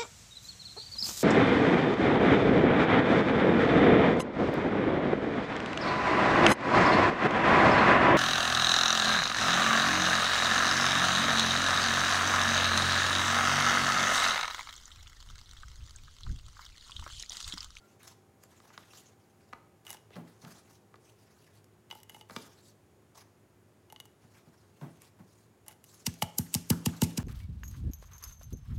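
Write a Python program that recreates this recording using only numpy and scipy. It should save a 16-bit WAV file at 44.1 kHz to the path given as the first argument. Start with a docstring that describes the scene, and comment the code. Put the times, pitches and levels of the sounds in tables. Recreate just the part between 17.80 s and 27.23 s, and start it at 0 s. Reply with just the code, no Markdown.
"""A wooden pestle pounds green beans in a clay mortar eight times: wet crunches of noise, a filtered thud
through the counter and ringing clay modes. Before that, hands rummage through shredded salad in a wooden
bowl (flickering, patchy noise, knocks and booms) and toss in handfuls of beans (noise snaps, clay modes).
A faint appliance hum, rushing air and the decaying echoes of a small kitchen surround it all."""
import sys
import numpy as np
from scipy import signal
from scipy.fft import rfft, irfft, next_fast_len
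from scipy.io import wavfile
from scipy.ndimage import uniform_filter1d

SR = 44100
rng = np.random.default_rng(int(sys.argv[2]) if len(sys.argv) > 2 else 0)


def dump_mix(stems):
    """Bounce the given channels to the path in sys.argv[1] as a 16-bit WAV at rate SR."""
    frames = np.atleast_2d(stems).T  # one column per channel
    limited = np.clip(frames, -1, 1)  # hard clip at full scale
    pcm = np.round(limited * 32767).astype(np.int16)
    wavfile.write(sys.argv[1], SR, pcm)


N = 415863
T = np.arange(N) / SR
RING_T = np.arange(SR // 2) / SR


def amp(db):
    """Decibels to gain."""
    return 10 ** (np.asarray(db) / 20)


def unit(x):
    """Scales to rms 1."""
    return x / np.sqrt(np.mean(x ** 2) + 1e-20)


def read(points, hz):
    """Reads a table on a logarithmic frequency axis."""
    point_hz, value = np.transpose(points)
    return np.interp(np.log(hz + 1), np.log(point_hz), value)


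def add(mix, start_s, sound):
    """Adds a sound to the mix at its start time."""
    part = mix[max(round(start_s * SR), 0):][:len(sound)]
    part += sound[:len(part)]


def noise(spectrum, size, tilt=0):
    """Coloured noise of rms 1, tilted in dB per octave."""
    hz = np.fft.rfftfreq(size, 1 / SR)
    gain = amp(read(spectrum, hz) + tilt * np.log2(hz + 1))
    return unit(irfft(rfft(rng.standard_normal(size)) * gain, size))


def drift(per_s):
    """A random curve of rms 1 with this many new values a second."""
    knots = np.arange(0, T[-1] + 1, 1 / per_s)
    return unit(np.interp(T, knots, rng.standard_normal(len(knots))))


def push(spectrum, corner_hz, size=8192):
    """One causal pulse of peak 1; a softer contact has a lower corner."""
    hz = abs(np.fft.fftfreq(size, 1 / SR))
    log_gain = np.log(amp(read(spectrum, hz)) / np.hypot(1, (hz / corner_hz) ** 2))
    minimum_phase = np.exp(signal.hilbert(log_gain).conj())
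    pulse = np.fft.ifft(minimum_phase).real[:size // 2]
    return pulse / abs(pulse).max()


def ring(modes, force, damping=1):
    """Dying modes, each driven as hard as the force spectrum says; damping shortens them all."""
    out = np.zeros(len(RING_T))
    detune = rng.uniform(.99, 1.01, len(modes))
    for (hz, db, t60), d in zip(modes, detune):
        fall = np.exp(-np.log(1000) * damping * RING_T / t60)
        out += amp(db + read(force, hz)) * fall * np.sin(2 * np.pi * hz * d * RING_T)
    return out


# Colour of the rushing air: freq_hz, relative_level_db
AIR_COLOUR = [(25, -48), (60, -16.5), (105, -1), (135, -10), (270, -11.5), (370, -12.5), (600, -17),
              (960, -21.5), (2050, -28), (4000, -35.5), (7000, -35.5), (11000, -36.5), (16000, -42.5)]
# Partials of the appliance hum: pitch_hz, rms_level_db
HUM_PARTIALS = [(107, -71), (156, -76.5), (205, -78.5), (361, -75), (414, -78)]


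def appliance(whine_hz=786, whine_db=-78.5, whine_end_s=4):
    """A steady rush of air, a wavering hum, a whine that fades in its last second, a thin whistle."""
    hum = np.zeros(N)
    for hz, db in HUM_PARTIALS:
        hum += amp(db) * np.sqrt(2) * np.sin(2 * np.pi * hz * T + drift(8.3))
    whine = np.sqrt(2) * np.sin(2 * np.pi * whine_hz * T + .5 * drift(19))
    whine *= amp(whine_db) * np.clip(whine_end_s - T, 0, 1)
    whistle = np.sin(2 * np.pi * 6830 * T + 0.53 * drift(240))
    return amp(-64) * noise(AIR_COLOUR, N) + hum + whine + amp(-86.5) * whistle


def squeak(start_s=0, end_s=.085, pitch_hz=1387, level_db=-63):
    """A wet finger on the bowl sticks and slips: a short, unsteady tone."""
    arch = np.sin(np.pi * np.clip((T - start_s) / (end_s - start_s), 0, 1))
    return amp(level_db) * arch * np.sin(2 * np.pi * pitch_hz * T + .8 * drift(130))


# Fingers search through the salad: start_s, end_s, level_db
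FINGER_SEARCHES = [(0, .2, -73.5), (0.602, 1.38, -72), (1.374, 1.8, -79.5), (2.44, 2.98, -73),
                   (3.203, 3.805, -73), (4.6, 4.85, -69), (6.401, 7.302, -77)]
# Longer slides: clumps pulled by hand, and from 8.03 s beans and pulp rubbed in the mortar:
# start_s, end_s, crisp_hiss_db, duller_rub_db
LONG_SLIDES = [(.19, .34, -61.5, -62.5), (.8, 1.07, -85, -72), (1.102, 1.224, -59, -65.5),
               (2.31, 2.39, -69, -58.5), (2.611, 2.82, -66, -66), (2.88, 2.99, -73.5, -80),
               (4.487, 4.681, -60, -61), (4.833, 4.932, -64.5, -82), (5.346, 5.43, -59, -61),
               (6.502, 6.595, -73, -72), (7.2, 7.304, -69.5, -72), (7.44, 7.675, -70.5, -79),
               (8.03, 8.26, -63, -70.5), (9.12, 9.23, -84, -61), (9.22, 9.345, -57, -82)]
FINGER_S, FINGER_SPREAD_DB = .075, 0.5  # spacing of overlapping finger strokes; spread of their levels
# Pulp is squeezed out at the blow and slides on after it; rubbing is relative to the thud
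SQUASH_S, SQUASH_RUB_DB = 0.034, -35
GRIND_S, GRIND_RUB_DB = 0.2, -48
PULP_HISS_DB = -66


def slides(bean_rub_db=-2):
    """Every slide of wet vegetable, by fingers, handful or pestle: rows like those of LONG_SLIDES."""
    rows = LONG_SLIDES + [(start, end, db, db + bean_rub_db) for start, end, db in HANDFULS]
    for s, thud_db, _ in PESTLE_STROKES:
        rows.append((s, s + GRIND_S, PULP_HISS_DB, thud_db + GRIND_RUB_DB))
        rows.append((s, s + SQUASH_S, PULP_HISS_DB, thud_db + SQUASH_RUB_DB))
    for start, end, db in FINGER_SEARCHES:
        for s in np.arange(start, end - FINGER_S, FINGER_S):
            stroke_db = db + FINGER_SPREAD_DB * rng.standard_normal()
            stroke_end = s + FINGER_S * rng.uniform(0.91, 1.58)
            rows.append((s, stroke_end, stroke_db, stroke_db))
    return rows


def patchy(x, patchy_db):
    """Each strip has its own colour, so the spectrum shifts in small patches."""
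    z = signal.stft(x, SR, nperseg=256)[2]
    patches = uniform_filter1d(rng.standard_normal(z.shape), size=7, axis=0)  # across frequency
    patches = unit(uniform_filter1d(patches, size=12, axis=1))  # across time
    return unit(signal.istft(z * amp(patchy_db * patches), SR, nperseg=256)[1][:N])


# Colour of a small contact snap: freq_hz, relative_level_db
SNAP_COLOUR = [(400, -18.5), (1500, 6), (3500, -5.5), (7000, 5), (12000, 7), (16000, -4)]


def snap(decay_s, tilt, size=1024):
    """A tiny burst of contact noise."""
    return noise(SNAP_COLOUR, size, tilt) * np.exp(-RING_T[:size] / decay_s)


# Colour of the crisp hiss of sliding strips: freq_hz, relative_level_db
HISS_COLOUR = [(800, -30), (2500, -5.5), (4500, 1), (6500, 2.5), (8500, -3.5), (11000, -3), (15500, -12)]
# Colour of their duller rubbing: freq_hz, relative_level_db
RUB_COLOUR = [(150, -13), (600, -1), (1200, 4), (2000, 0), (3200, -7), (6000, -10), (12000, -23)]
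# Single strips snap between the fingers: start_s, level_db
SINGLE_SNAPS = [(0.2315, -44.5), (0.6363, -51), (3.843, -48.5), (7.219, -48)]


def shreds():
    """Wet vegetable slides in clumps: fluttering patchy noise with a sprinkle of tiny snaps."""
    out = np.zeros(N)
    ticks = rng.random(N) < 1500 / SR  # about 1500 tiny snaps a second
    sizes = amp(2.6 * np.minimum(rng.exponential(1, N), 4)) * rng.standard_normal(N) * ticks
    grain = rng.standard_normal(N) + amp(-5) * unit(sizes)
    colour = amp(read(HISS_COLOUR, np.fft.rfftfreq(N, 1 / SR)))
    hiss = patchy(irfft(rfft(grain) * colour, N), patchy_db=4.0)
    rub = patchy(noise(RUB_COLOUR, N), patchy_db=5.0)
    flutter = amp(2.5 * drift(90))
    for start, end, hiss_db, rub_db in slides():
        span = slice(round(max(start, 0) * SR), round(end * SR))
        arch = np.sqrt(abs(np.sin(np.pi * (T[span] - start) / (end - start))))
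        out[span] += arch * (amp(hiss_db) * hiss[span] + amp(rub_db) * rub[span])
    for s, db in SINGLE_SNAPS:
        add(out, s, amp(db) * snap(0.0015, tilt=-2.6))
    return out * flutter


# Colour of a solid contact: freq_hz, relative_level_db
CLACK_COLOUR = [(500, -16), (1100, 3), (1700, -0.5), (3400, 0.5), (5000, -2), (7000, -11.5), (9000, -19),
                (16000, -29)]


def clack(decay_s, size=1024):
    """The dull, very short knock of a solid contact."""
    return noise(CLACK_COLOUR, size) * np.exp(-RING_T[:size] / decay_s)


# Hands knock the salad bowl: start_s, tick_db, wood_ring_db, thump_db
BOWL_KNOCKS = [(0.8018, -61, -55.5, -68), (0.903, -72, -52.5, -69), (0.977, -40, -45, -68),
               (1.134, -52, -52, -62), (1.7282, -52, -43, -68), (1.7322, -46, -39, -74),
               (2.305, -58, -59, -45.5), (2.3563, -48, -56, -45), (2.3643, -51, -53, -35),
               (2.648, -44, -48.5, -48), (3.1413, -67, -48.5, -52), (3.1571, -56.5, -55.5, -54),
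               (4.4971, -48, -44.5, -49), (4.5077, -44, -48, -44), (4.563, -29.5, -34, -33),
               (7.0127, -56, -61, -45)]
# Modes of the wooden bowl before damping: pitch_hz, relative_level_db, t60_s
BOWL_MODES = [(655, -53, 0.043), (914, -19, 0.18), (1218, 5, 0.017), (1420, -4, 0.018), (1646, -7.5, 0.018),
              (1980, -8, 0.016)]
# Colour of the bowl's thump before its contact corner: freq_hz, relative_level_db
THUMP_COLOUR = [(30, -40), (60, -21), (110, -9), (190, -4.5), (400, 12), (800, 1.5), (1600, 0), (4000, -85),
                (9000, -59)]


def bowl():
    """Knuckles tick on the wooden bowl, ring its modes and rock it against the counter with a thump."""
    out = np.zeros(N)
    for s, tick_db, wood_db, thump_db in BOWL_KNOCKS:
        add(out, s, amp(tick_db) * clack(0.0022))
        add(out, s, ring(BOWL_MODES, [(1180, wood_db)], damping=0.83))
        add(out, s, amp(thump_db) * push(THUMP_COLOUR, corner_hz=2300))
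    return out


# Handfuls of beans slide into the mortar: start_s, end_s, sliding_db
HANDFULS = [(2.048, 2.175, -58.5), (4.093, 4.221, -68), (4.29, 4.43, -67.5), (6.12, 6.326, -83),
            (7.863, 7.94, -63)]
PATTER_PER_S, PATTER_SPREAD_DB = 80, 4
PATTER_SNAP_DB, PATTER_RING_DB = 8.5, -2.5  # relative to the sliding


def patter():
    """Light pieces of each handful land at random within it: rows like those of HEAVY_BEANS."""
    rows, gap_s = [], 1 / PATTER_PER_S
    offsets_db = np.array([PATTER_SNAP_DB, PATTER_RING_DB, PATTER_RING_DB])
    for start, end, db in HANDFULS:
        for s in np.arange(start, end - gap_s, gap_s):
            levels = db + offsets_db + PATTER_SPREAD_DB * rng.standard_normal(3)
            rows.append((s + gap_s * rng.random(), *levels))
    return rows


# Echoes between the mortar's walls: delay_s, gain
WALL_ECHOES = [(.00034, -0.011), (.00062, -0.04), (.00105, .3), (.0017, -0.18)]


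def cavity(x):
    """The hollow of the mortar repeats each sound within two milliseconds and colours it."""
    out = x.copy()
    for delay_s, gain in WALL_ECHOES:
        add(out, delay_s, gain * x)
    return out


# The heaviest beans hit the clay: start_s, snap_db, low_ring_db, high_ring_db
HEAVY_BEANS = [(2.0667, -47, -53, -44.5), (2.1043, -29, -48, -46.5), (2.1294, -35.5, -55, -68),
               (2.145, -48, -44.5, -61), (4.1025, -51, -56, -54), (4.1109, -47, -54, -39),
               (4.1254, -44, -41, -52), (4.1528, -48, -44.5, -65), (4.232, -41.5, -69, -62),
               (4.2957, -38.5, -53.5, -48.5), (4.3455, -48, -46, -51), (4.365, -51, -45.5, -73),
               (4.4111, -51, -51, -49.5), (6.1005, -56, -60, -54.5), (6.1242, -40.5, -41.5, -67),
               (6.1613, -60, -73, -50.5), (6.2008, -38.5, -79, -45), (6.2543, -45.5, -61, -60.5),
               (7.8819, -31, -50, -60), (8.0413, -43.5, -76, -60)]
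# Modes of the clay mortar before damping: pitch_hz, relative_level_db, t60_s
MORTAR_MODES = [(860, -4.5, 0.13), (900, -7.5, 0.073), (1265, -0.5, 0.017), (1700, -22, 0.039),
                (2117, -6.5, 0.088), (2930, 5, 0.051), (3305, -8, 0.048), (5480, -20, 0.027),
                (6140, -11, 0.047)]
SNAP_TILT_DB = 1.5  # spread of brightness from bean to bean, per octave
REBOUND_S, REBOUND_DB = .005, -10  # shortest to longest rebound is half to twice this time


def beans():
    """Each bean lands on one end, then the other: two snaps, a clack and a low and high clay ring."""
    snaps, rings = np.zeros(N), np.zeros(N)
    for s, snap_db, low_db, high_db in HEAVY_BEANS + patter():
        tilt = SNAP_TILT_DB * rng.uniform(-1.06, 1)
        rebound_s = s + REBOUND_S * rng.uniform(.5, 2)
        add(snaps, s, amp(snap_db) * snap(0.00071, tilt))
        add(snaps, rebound_s, amp(snap_db + REBOUND_DB) * snap(0.0008, tilt))
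        add(snaps, s, amp(high_db) * clack(0.0017))
        damping = 1.5 * 2 ** rng.uniform(-.5, .5)  # the bean damps the wall
        add(rings, s, ring(MORTAR_MODES, [(835, low_db), (2940, high_db)], damping))
    return cavity(snaps) + rings


# Soft bumps boom in the counter: start_s, boom_db, pitch_hz, rise_s, rough_rumble_db
COUNTER_BUMPS = [(2.349, -50, 169.6, 0.024, -46.5), (2.621, -65, 168, 0.022, -51),
                 (4.497, -57, 197, 0.0072, -50), (4.56, -39.5, 228, 0.004, -43.5),
                 (6.431, -55.5, 143, 0.01, -62), (6.66, -54.5, 148, 0.013, -61),
                 (7.006, -33.5, 143.7, 0.023, -46), (7.385, -50, 188, 0.013, -53)]
# Colour of the rough rumble: freq_hz, relative_level_db
RUMBLE_COLOUR = [(60, -29), (130, 5), (200, 4.5), (380, -7), (500, -15), (680, -6), (1000, -11.5),
                 (2000, -21.5), (5000, -36)]


def counter():
    """Soft bumps swell into a boom with a rough rumble around it."""
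    out = np.zeros(N)
    for s, boom_db, hz, rise_s, rumble_db in COUNTER_BUMPS:
        u = RING_T / rise_s
        swell = u * np.exp(1 - u)  # peaks at rise_s
        add(out, s, amp(boom_db) * swell ** 2.3 * np.sin(2 * np.pi * hz * RING_T))
        add(out, s, amp(rumble_db) * swell * noise(RUMBLE_COLOUR, len(u)))
    return out


# A bean bursts under the pestle: peak_s, crunch_db, decay_s, tilt_db_per_octave
BEAN_CRUNCHES = [(8.267, -24, 0.0029, -2), (8.3405, -42, .0006, -3), (8.425, -28, 0.0031, 3),
                 (8.585, -17, .0014, 5), (8.742, -14, 0.00049, 0.5), (8.749, -19, 0.0013, -0.5),
                 (8.903, -17.5, 0.0018, 3.5), (9.0605, -20, 0.0017, -1.5), (9.2191, -17.5, .0012, -2.5),
                 (9.237, -29.5, 0.0052, 0.5), (9.377, -27.5, 0.0026, -2.5)]
# Colour of breaking fibres before the tilt: freq_hz, relative_level_db
CRUNCH_COLOUR = [(200, -20), (900, -16), (1700, -17.5), (2700, -1.5), (3800, -7.5), (5500, 0), (7500, 0),
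                 (10000, -3.5), (13000, -2.5), (16000, -16.5)]
FIBRE_S, FIBRE_SPREAD_DB = .0002, 2  # fibres snap one after another, each with its own strength
BUILD_SHARE = 0.79  # time to build up, as a share of the time to fade
SKIRT_DB, SKIRT_S = -26, 0.0085  # a faint noise skirt around each crunch: level, time constant


def crunches(size=4096):
    """Breaking fibres swell to a peak and fade, over a faint, wider skirt of noise."""
    out = np.zeros(N)
    t = (np.arange(size) - size // 2) / SR
    away_s = np.where(t < 0, -t / BUILD_SHARE, t)
    for s, db, decay_s, tilt in BEAN_CRUNCHES:
        swell = np.exp(-(away_s / decay_s) ** 0.88) + amp(SKIRT_DB) * np.exp(-away_s / SKIRT_S)
        fibres = np.interp((t - t[0]) / FIBRE_S, np.arange(size), rng.standard_normal(size))
        strength = unit(amp(FIBRE_SPREAD_DB * fibres))
        add(out, s + t[0], amp(db) * swell * strength * noise(CRUNCH_COLOUR, size, tilt))
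    return out


# The pestle lands on the clay: start_s, thud_db, ring_drive_db
PESTLE_STROKES = [(8.2695, -24, -40.5), (8.422, -26, -20), (8.5871, -21, -37.5), (8.749, -21.5, -35),
                  (8.902, -13, -29.5), (9.0619, -16.5, -30), (9.2198, -13, -26), (9.377, -19.5, -43.5)]
# Colour of the thud before its contact corner: freq_hz, relative_level_db
THUD_COLOUR = [(25, -47), (50, -31), (70, -4), (110, 3.5), (170, 3), (240, 1.5), (330, -8), (480, -9),
               (700, -15.5), (2000, -30)]
# Standing waves of the kitchen: pitch_hz, relative_level_db, t60_s
STANDING_WAVES = [(169.2, -23.5, 0.28), (231, -36.5, 0.3)]
HARD_HZ, HARD_AT_DB, HARD_POWER = 330, -18.5, 0.4  # contact corner of a thud at this level; its growth


def pestle():
    """The blow thuds through towel and counter, wakes standing waves and rings the hand-damped clay."""
    out = np.zeros(N)
    for s, thud_db, ring_db in PESTLE_STROKES:
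        hard_hz = HARD_HZ * amp(thud_db - HARD_AT_DB) ** HARD_POWER  # a heavier blow is a harder contact
        add(out, s, amp(thud_db) * push(THUD_COLOUR, hard_hz))
        add(out, s + 0.0119, amp(thud_db) * hard_hz / HARD_HZ * ring(STANDING_WAVES, THUD_COLOUR))
        force = [(835, ring_db), (2150, ring_db - 15), (2940, ring_db - 8.5)]
        add(out, s, ring(MORTAR_MODES, force, damping=2.17))
        add(out, s, amp(ring_db - 7) * clack(0.0034))  # wood meets bare clay
    return out


# How long the kitchen rings: freq_hz, t60_s
KITCHEN_DECAY = [(100, 0.2), (250, 0.56), (1000, 0.5), (4000, 0.5), (9000, 0.37), (16000, .22)]
# How strongly the kitchen answers: freq_hz, echo_db
KITCHEN_LEVEL = [(70, -23), (170, -12), (400, -7), (1000, -15), (3000, -15), (7000, -17), (15000, -17.5)]


def echo_tail():
    """Diffuse echoes that build up in a few milliseconds and die band by band."""
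    hz, t, z = signal.stft(rng.standard_normal(SR), SR, nperseg=256)
    t60 = read(KITCHEN_DECAY, hz)[:, None]
    fall = np.exp(-np.log(1000) * t / t60)
    even_energy = np.sqrt(2 * np.log(1000) / (t60 * SR))  # long and short decays carry equal energy
    gain = fall * even_energy * amp(read(KITCHEN_LEVEL, hz))[:, None]
    tail = signal.istft(z * gain, SR, nperseg=256)[1][:len(RING_T)]
    return tail * (1 - np.exp(-RING_T / 0.00085))


def kitchen(x):
    """The sound as the walls return it."""
    return signal.oaconvolve(x, echo_tail())[:N]


def scene(count=3):
    """The mortar faces the microphone; the salad bowl stands aside and sounds more of the room."""
    blows, drops = pestle(), beans()
    salad = bowl() + counter() + shreds() + squeak()
    echoes = kitchen(blows + amp(1.5) * drops + amp(6.0) * salad)
    # breaking fibres radiate differently in each direction, so their echo is smooth
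    echoes += sum(kitchen(crunches()) for _ in range(count)) / np.sqrt(count)
    return (cavity(crunches()) + blows + drops + salad + echoes + appliance())[None]


def record(dry, lag_cycles=1.6, low_cut_hz=48, edge_hz=16400):
    """Cuts deep bass, lags each frequency by cycles of its own so thuds glide down, then cuts the top."""
    size = next_fast_len(N + SR)
    hz = np.fft.rfftfreq(size, 1 / SR)
    low_cut = hz ** 3 / np.hypot(hz ** 3, low_cut_hz ** 3)
    lag = np.exp(-2j * np.pi * lag_cycles * np.log(hz + 10))
    heard = irfft(rfft(dry, size) * low_cut * lag, size)[:, :N]
    top_cut = signal.firwin(255, edge_hz, window=("kaiser", 9), fs=SR)
    return signal.oaconvolve(heard, top_cut[None], "same")


dry = scene()
out = record(dry)
dump_mix(out)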